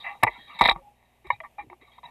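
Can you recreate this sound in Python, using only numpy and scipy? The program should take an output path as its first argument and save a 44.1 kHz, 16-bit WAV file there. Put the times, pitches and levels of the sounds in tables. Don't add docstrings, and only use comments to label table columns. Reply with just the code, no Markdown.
import sys
import numpy as np
from scipy import signal
from scipy.fft import rfft, irfft
from scipy.io import wavfile

SR = 44100
rng = np.random.default_rng(int(sys.argv[2]) if len(sys.argv) > 2 else 0)


def gain_from_decibels(decibels):
    exponent = np.asarray(decibels, float) / 20
    return 10 ** exponent


def inscribe(sig):
    pcm = np.round(np.clip(np.atleast_2d(sig).T, -1, 1) * 32767)
    wavfile.write(sys.argv[1], SR, pcm.astype(np.int16))


N = 92610

# frequency in Hz, level in dB, t60 in s.
PANEL = [(500.3, -17.5, .05), (703, -4, .025), (816.7, -5.5, 0.067), (941, -2, 0.044), (1151, -4, 0.047)]
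# frequency in Hz, level in dB, t60 in s.
WALLS = [(1838.4, -5.5, 0.035), (2025.7, -5, 0.052), (2208, -6, 0.042), (2339, -9.5, 0.047),
         (2670, -16, 0.025)]
# frequency in Hz, level in dB, t60 in s.
CLIP = [(3283, -12.5, 0.051), (3739, -5, 0.048), (3834.5, 0, .04), (3975, -20.5, .03), (4600, -28.5, 0.018)]
CONTACT_CYCLES = [3.5, 5.2, 8.2]
# start in s, then level in dB on panel, walls and clip.
KNOCKS = [(.2265, -17.5, -28.5, -59.5), (.231, -15, -12, -36.5), (.233, -6.5, -6.5, -27.5),
          (.2358, -10, -4.5, -24), (.2445, -13, -27, -53), (.267, -25, -22.5, -55), (.276, -21.5, -19, -57),
          (.6098, -2, -11, -27.5), (.6165, -2, -12.5, -21), (.627, -18.5, -28, -25),
          (.639, -20.5, -20, -19), (.651, -22, -15, -20.5), (.6562, -7.5, -10, -20),
          (.661, -20, -16, -13.5), (.668, -27, -16, -28), (.677, -26.5, -26.5, -19.5),
          (.684, -14, -22.5, -31.5), (.688, -6, -5, -24.5), (.6955, -26, -26, -11), (.7115, -14, -15, -19),
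          (.726, -33.5, -37.5, -34.5), (.760, -27.5, -42, -60)]


def seconds():
    return np.arange(N) / SR


def rms_one(x):
    return x / np.sqrt(np.mean(x ** 2) + 1e-20)


def slow_chance(hz):
    lowpass = signal.butter(2, hz, fs=SR, output="sos")
    return rms_one(signal.sosfilt(lowpass, rng.standard_normal(N)))


def swell(start, length, rise):
    u = (seconds() - start) / length
    return np.sin(np.pi / 2 * np.clip(np.minimum(u / rise, (1 - u) / (1 - rise)), 0, 1)) ** 2


def ring(force, hz, t60):
    r, w = gain_from_decibels(-60 / (t60 * SR)), 2 * np.pi * hz / SR
    return signal.lfilter([0, np.sin(w)], [1, -2 * r * np.cos(w), r * r], force + 1e-18)


def soften(force, hz, cycles):
    r, w = gain_from_decibels(-60 * hz / (cycles * SR)), 2 * np.pi * hz / SR
    return signal.lfilter([(1 - r * r) / 2, 0, (r * r - 1) / 2], [1, -2 * r * np.cos(w), r * r], force + 1e-18)


def slips():
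    slips_per_s, spread_db = 1800, 4.5
    sizes = gain_from_decibels(spread_db * np.minimum(rng.exponential(1, N), 4)) * rng.choice([-1, 1], N)
    return rms_one(sizes * (rng.random(N) < slips_per_s / SR))


def knock_force(rows, part):
    part_gain_db = [-2.5, -0.5, 2]
    scatter_db = 2.5
    rows = np.array(rows)
    luck, force = rng.standard_normal((len(rows), 2)), np.zeros(N)
    db = rows[:, 1 + part] + part_gain_db[part] + scatter_db * luck[:, 0]
    np.add.at(force, (rows[:, 0] * SR).astype(int), gain_from_decibels(db) * np.sign(luck[:, 1]))
    return force


def hum():
    # frequency in Hz, rms level in dB.
    lines = [(60, -71.5), (120, -75.5), (240, -79.5), (12700, -89.5)]
    return sum(gain_from_decibels(db) * np.sqrt(2) * np.sin(2 * np.pi * hz * seconds()) for hz, db in lines)


def hiss():
    # frequency in Hz, level in dB.
    colour = [(25, -2), (250, -3.5), (330, -6.5), (800, -1), (1440, -19), (2400, -8.5), (4800, -24.5),
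              (12000, -21.5)]
    # time in s, gain in dB.
    gain_swing = [(0, 10.5), (.88, 7), (0.979, 3.5), (1.28, 5.5), (1.45, 8.5), (1.7, 4.5), (2.0, 6),
                  (2.1, 10)]
    level_db = -72.5
    hz = np.maximum(np.fft.rfftfreq(N, 1 / SR), 20)
    colour_hz, colour_db = np.transpose(colour)
    shape = gain_from_decibels(np.interp(np.log(hz), np.log(colour_hz), colour_db))
    shape = shape / (1 + (hz / 13900) ** 24)
    noise = rms_one(irfft(rfft(rng.standard_normal(N)) * shape, N))
    return gain_from_decibels(level_db + np.interp(seconds(), *np.transpose(gain_swing))) * noise


def arm():
    # start in s, level in dB, frequency in Hz, t60 in s.
    thumps = [(0.233, -20, 114, 0.087), (.26, -38.5, 45.5, 0.22), (0.548, -48.5, 184, 0.086),
              (0.612, -30.5, 104.5, 0.22), (.615, -27.5, 37.4, 0.21), (1.262, -49.5, 140, .1),
              (1.389, -51.5, 130, 0.087), (1.701, -54.5, 220, .06), (0.71, -27.5, 40.7, 0.18),
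              (.76, -35.5, 170, .06), (1.271, -39.5, 60, .1), (1.328, -37.5, 110, 0.083),
              (1.602, -50, 60.4, 0.14), (1.67, -42.5, 115, 0.071), (2.05, -49.5, 153, 0.078)]
    out = np.zeros(N)
    for start, db, hz, t60 in thumps:
        t = np.maximum(seconds() - start, 0)
        out += gain_from_decibels(db - 60 * t / t60) * (1 - np.exp(-t * hz * 2)) * np.sin(2 * np.pi * hz * t)
    return out


def bends():
    # start in s, length in s, first frequency in Hz, last frequency in Hz, level in dB.
    slides = [(.35, .05, 930, 990, -51), (.345, .04, 1350, 1400, -59), (.325, .07, 2150, 2300, -55),
              (.49, .06, 1130, 1260, -49), (.49, .05, 2180, 2350, -55), (.5, .04, 2750, 2800, -60),
              (.54, .05, 820, 850, -54), (.37, .06, 250, 250, -62), (.48, .05, 245, 245, -64),
              (1.58, .14, 330, 300, -59), (1.32, .06, 2350, 2400, -54), (1.435, .035, 950, 900, -48),
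              (1.435, .035, 1800, 1950, -54), (1.81, .04, 380, 350, -64)]
    out = np.zeros(N)
    for start, length, from_hz, to_hz, db in slides:
        hz = np.interp(seconds(), [start, start + length], [from_hz, to_hz])
        phase = 2 * np.pi * np.cumsum(hz) / SR + 1.3 * slow_chance(60)
        roughness_db = 3.0 * slow_chance(40)
        out += gain_from_decibels(db + 3 + roughness_db) * swell(start, length, 0.38) ** 0.55 * np.sin(phase)
    return out


def squeaks():
    # start in s, length in s, frequency in Hz, rms level in dB.
    creeps = [(0.816, .13, 825, -53), (.274, .017, 2000, -23.5), (1.58, 0.042, 830, -37.5),
              (1.58, 0.053, 2370, -44.5), (0.103, 0.045, 815, -39), (1.315, .035, 820, -39),
              (2.03, 0.029, 965, -41), (0.772, 0.065, 550, -57.5), (.005, 0.028, 3600, -48),
              (2.052, .016, 3830, -46.5), (1.302, 0.039, 3800, -45), (.26, .06, 350, -51.5),
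              (1.4, .035, 640, -43), (1.245, 0.032, 370, -51), (0.693, .12, 350, -53.5),
              (1.7, .07, 360, -53)]
    flutter_hz, flutter_db, wander_rad = 25, 2.5, 0.59
    flutter = gain_from_decibels(flutter_db * slow_chance(flutter_hz))
    wander = wander_rad * slow_chance(flutter_hz)
    out = np.zeros(N)
    for start, length, hz, db in creeps:
        tone = np.sin(2 * np.pi * hz * seconds() + wander)
        out += gain_from_decibels(db + 3) * swell(start, length, .3) ** .6 * tone
    return flutter * out


def chatter():
    # start in s, level in dB, t60 in s.
    cracks = [(0.2344, -29, .012), (0.24, -52, .03), (0.277, -70, .08), (0.59, -52, .03), (.597, -58, .03),
              (0.6098, -40.5, .012), (0.616, -42.5, .02), (0.619, -43.5, .025), (.628, -54.5, .03),
              (.6382, -51.5, .02), (.644, -52, .03), (0.655, -53, .03), (.664, -52, .04),
              (0.6763, -45.5, .022), (0.6943, -41.5, .025), (.707, -59, .02), (.711, -51, .03),
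              (.716, -55.5, .03), (1.269, -69.5, .04)]
    # frequency in Hz, level in dB, contact length in cycles.
    fizz = [(5117, 0, 15), (7700, -3.5, 15), (8500, -4, 18), (11213, -2.5, 18.0), (12800, -12, 22.0)]
    rise_s, tick_delay_s, tick_db = 0.00068, .001, 8.5
    burst = np.zeros(N)
    for start, db, t60 in cracks:
        t = seconds() - start
        burst += gain_from_decibels(db - 60 * np.maximum(t, 0) / t60) * np.clip(t / rise_s, 0, 1)
    ticks, (start, db, _) = np.zeros(N), np.transpose(cracks)
    ticks[((start + tick_delay_s) * SR).astype(int)] = gain_from_decibels(db + tick_db)
    out = np.zeros(N)
    for hz, db, cycles in fizz:
        unsteady_db = 2.4 * slow_chance(60)
        grit = soften(burst * slips() + ticks, hz, cycles)
        out += gain_from_decibels(db + 13.5 + unsteady_db) * soften(grit, hz, 16.0)
    return out


def pings():
    # start in s, frequency in Hz, level in dB, t60 in s.
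    strikes = [(.2335, 764, -8, 0.032), (.236, 938, -1, .022), (.617, 680, -12, .04),
               (.2355, 2700, -13.5, .02), (0.2356, 1764, -14, 0.018), (0.6116, 4300, -15.5, .004),
               (1.3025, 963, -7, .036), (1.303, 1110, -16.5, 0.038), (1.3034, 1822, -16, .034),
               (1.303, 2157, -13, .034), (1.304, 2287, -22.5, 0.044), (1.305, 2890, -37.5, 0.038),
               (1.403, 2870, -46.5, 0.029), (1.407, 3290, -58, 0.072), (1.813, 2050, -49.5, 0.028),
               (.268, 450, -30, .08), (1.918, 3260, -49.5, 0.044), (.277, 620, -28, .06),
               (1.982, 3240, -58, 0.039), (1.982, 2060, -51, 0.035), (1.981, 993, -39, 0.039),
               (2.037, 3820, -44, 0.036), (2.037, 3300, -56, .03), (.611, 530, -17, .06),
               (1.303, 535, -32, .05)]
    out = np.zeros(N)
    for start, hz, db, t60 in strikes:
        t = np.maximum(seconds() - start, 0)
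        out += gain_from_decibels(db - 60 * t / t60) * (1 - np.exp(-t / .0009)) ** 2 * np.sin(2 * np.pi * hz * t)
    return out


def rubs():
    # start in s, length in s, then level in dB on panel, walls and clip.
    strokes = [(-.03, 0.092, -49.5, -54, -41.5), (0.025, 0.13, -36.5, -35, -49.5),
               (0.106, .11, -48.5, -68, -62.5), (0.23, .010, -17, -14, -41), (.19, 0.043, -59, -56, -71),
               (0.259, 0.039, -28, -27, -60), (0.279, .14, -51.5, -45.5, -50.5),
               (0.357, 0.18, -66.5, -60.5, -53.5), (.46, 0.12, -53, -48.5, -52),
               (0.527, 0.099, -50.5, -47, -46), (0.586, 0.018, -36.5, -32, -28.5),
               (0.598, 0.12, -33, -28, -35), (0.672, 0.064, -25, -30, -36),
               (0.732, 0.083, -47.5, -56.5, -70), (1.238, 0.066, -53, -50, -68),
               (1.277, 0.038, -56, -55.5, -66), (1.305, 0.052, -47, -51, -55),
               (1.426, 0.048, -42.5, -50, -72), (1.584, 0.044, -44, -43, -64.5),
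               (1.613, 0.042, -60, -57, -70), (1.69, 0.083, -56.5, -63.5, -72),
               (0.896, 0.47, -72, -73, -76.5), (1.797, 0.096, -66, -62, -66.5), (1.86, .07, -60, -65, -68),
               (1.903, 0.12, -64, -61.5, -62), (2.022, 0.11, -48, -48.5, -65)]
    scatter_db, low_hz = 4.0, 796
    strokes = np.array(strokes)
    shapes = np.array([swell(row[0], row[1], .25) for row in strokes])
    out = np.zeros(N)
    for part, modes in enumerate([PANEL, WALLS, CLIP]):
        level_db, cycles = strokes[:, 2 + part], CONTACT_CYCLES[part]
        for hz, db, t60 in modes:
            pressure = gain_from_decibels(level_db + scatter_db * rng.standard_normal(len(strokes))) @ shapes
            force = slips() * pressure * np.sqrt(14 / (t60 * SR))
            force = force * min(hz / low_hz, 1) ** 4.6
            rung = ring(force, hz, t60)
            out += gain_from_decibels(db) * soften(soften(rung, hz, cycles), hz, cycles)
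    return out


def box_jump():
    # frequency in Hz, level in dB, t60 in s.
    box = [(170, -21, .03), (249.5, -19.5, .03), (352.3, -22, 0.043)]
    out = np.zeros(N)
    for hz, db, t60 in box:
        out += gain_from_decibels(db) * ring(soften(knock_force(KNOCKS, 0), hz, 1.6), hz, t60)
    return out


def knocks():
    # start in s, then level in dB on panel, walls and clip.
    taps = [(.151, -36, -58, -68), (1.026, -55, -60, -78), (1.270, -40, -53, -54), (1.303, -26, -30, -54),
            (1.360, -52, -54, -57), (1.4025, -32.5, -28.5, -61), (1.436, -37.5, -48, -77),
            (1.584, -31, -38, -63), (1.699, -39, -39, -62), (1.729, -37, -50, -75), (1.813, -56, -51, -59),
            (1.980, -46, -60, -65), (1.985, -42, -55, -60), (2.031, -39, -43.5, -63)]
    grip_damping = 0.59
    hits = np.concatenate([KNOCKS, taps])
    out = np.zeros(N)
    for part, modes in enumerate([PANEL, WALLS, CLIP]):
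        cycles = CONTACT_CYCLES[part]
        for hz, db, t60 in modes:
            rung = ring(knock_force(hits, part), hz, t60 * grip_damping)
            out += gain_from_decibels(db) * soften(soften(rung, hz, cycles), hz, cycles)
    return out


def scene():
    background = hum() + hiss() + arm()
    joints = bends() + squeaks() + chatter()
    shell = pings() + rubs() + box_jump() + knocks()
    return (background + joints + shell)[None]


def top_cut(x):
    return signal.sosfilt(signal.butter(12, 16470, fs=SR, output="sos"), x)


def record(dry):
    clip_top, knee, cutoff_hz = 0.69, 24, 18000
    x = dry / (1 + np.abs(dry / clip_top) ** knee) ** (1 / knee)
    x = signal.sosfilt(signal.cheby2(10, 60, cutoff_hz, fs=SR, output="sos"), x)
    return top_cut(x)


dry = scene()
out = record(dry)
inscribe(out)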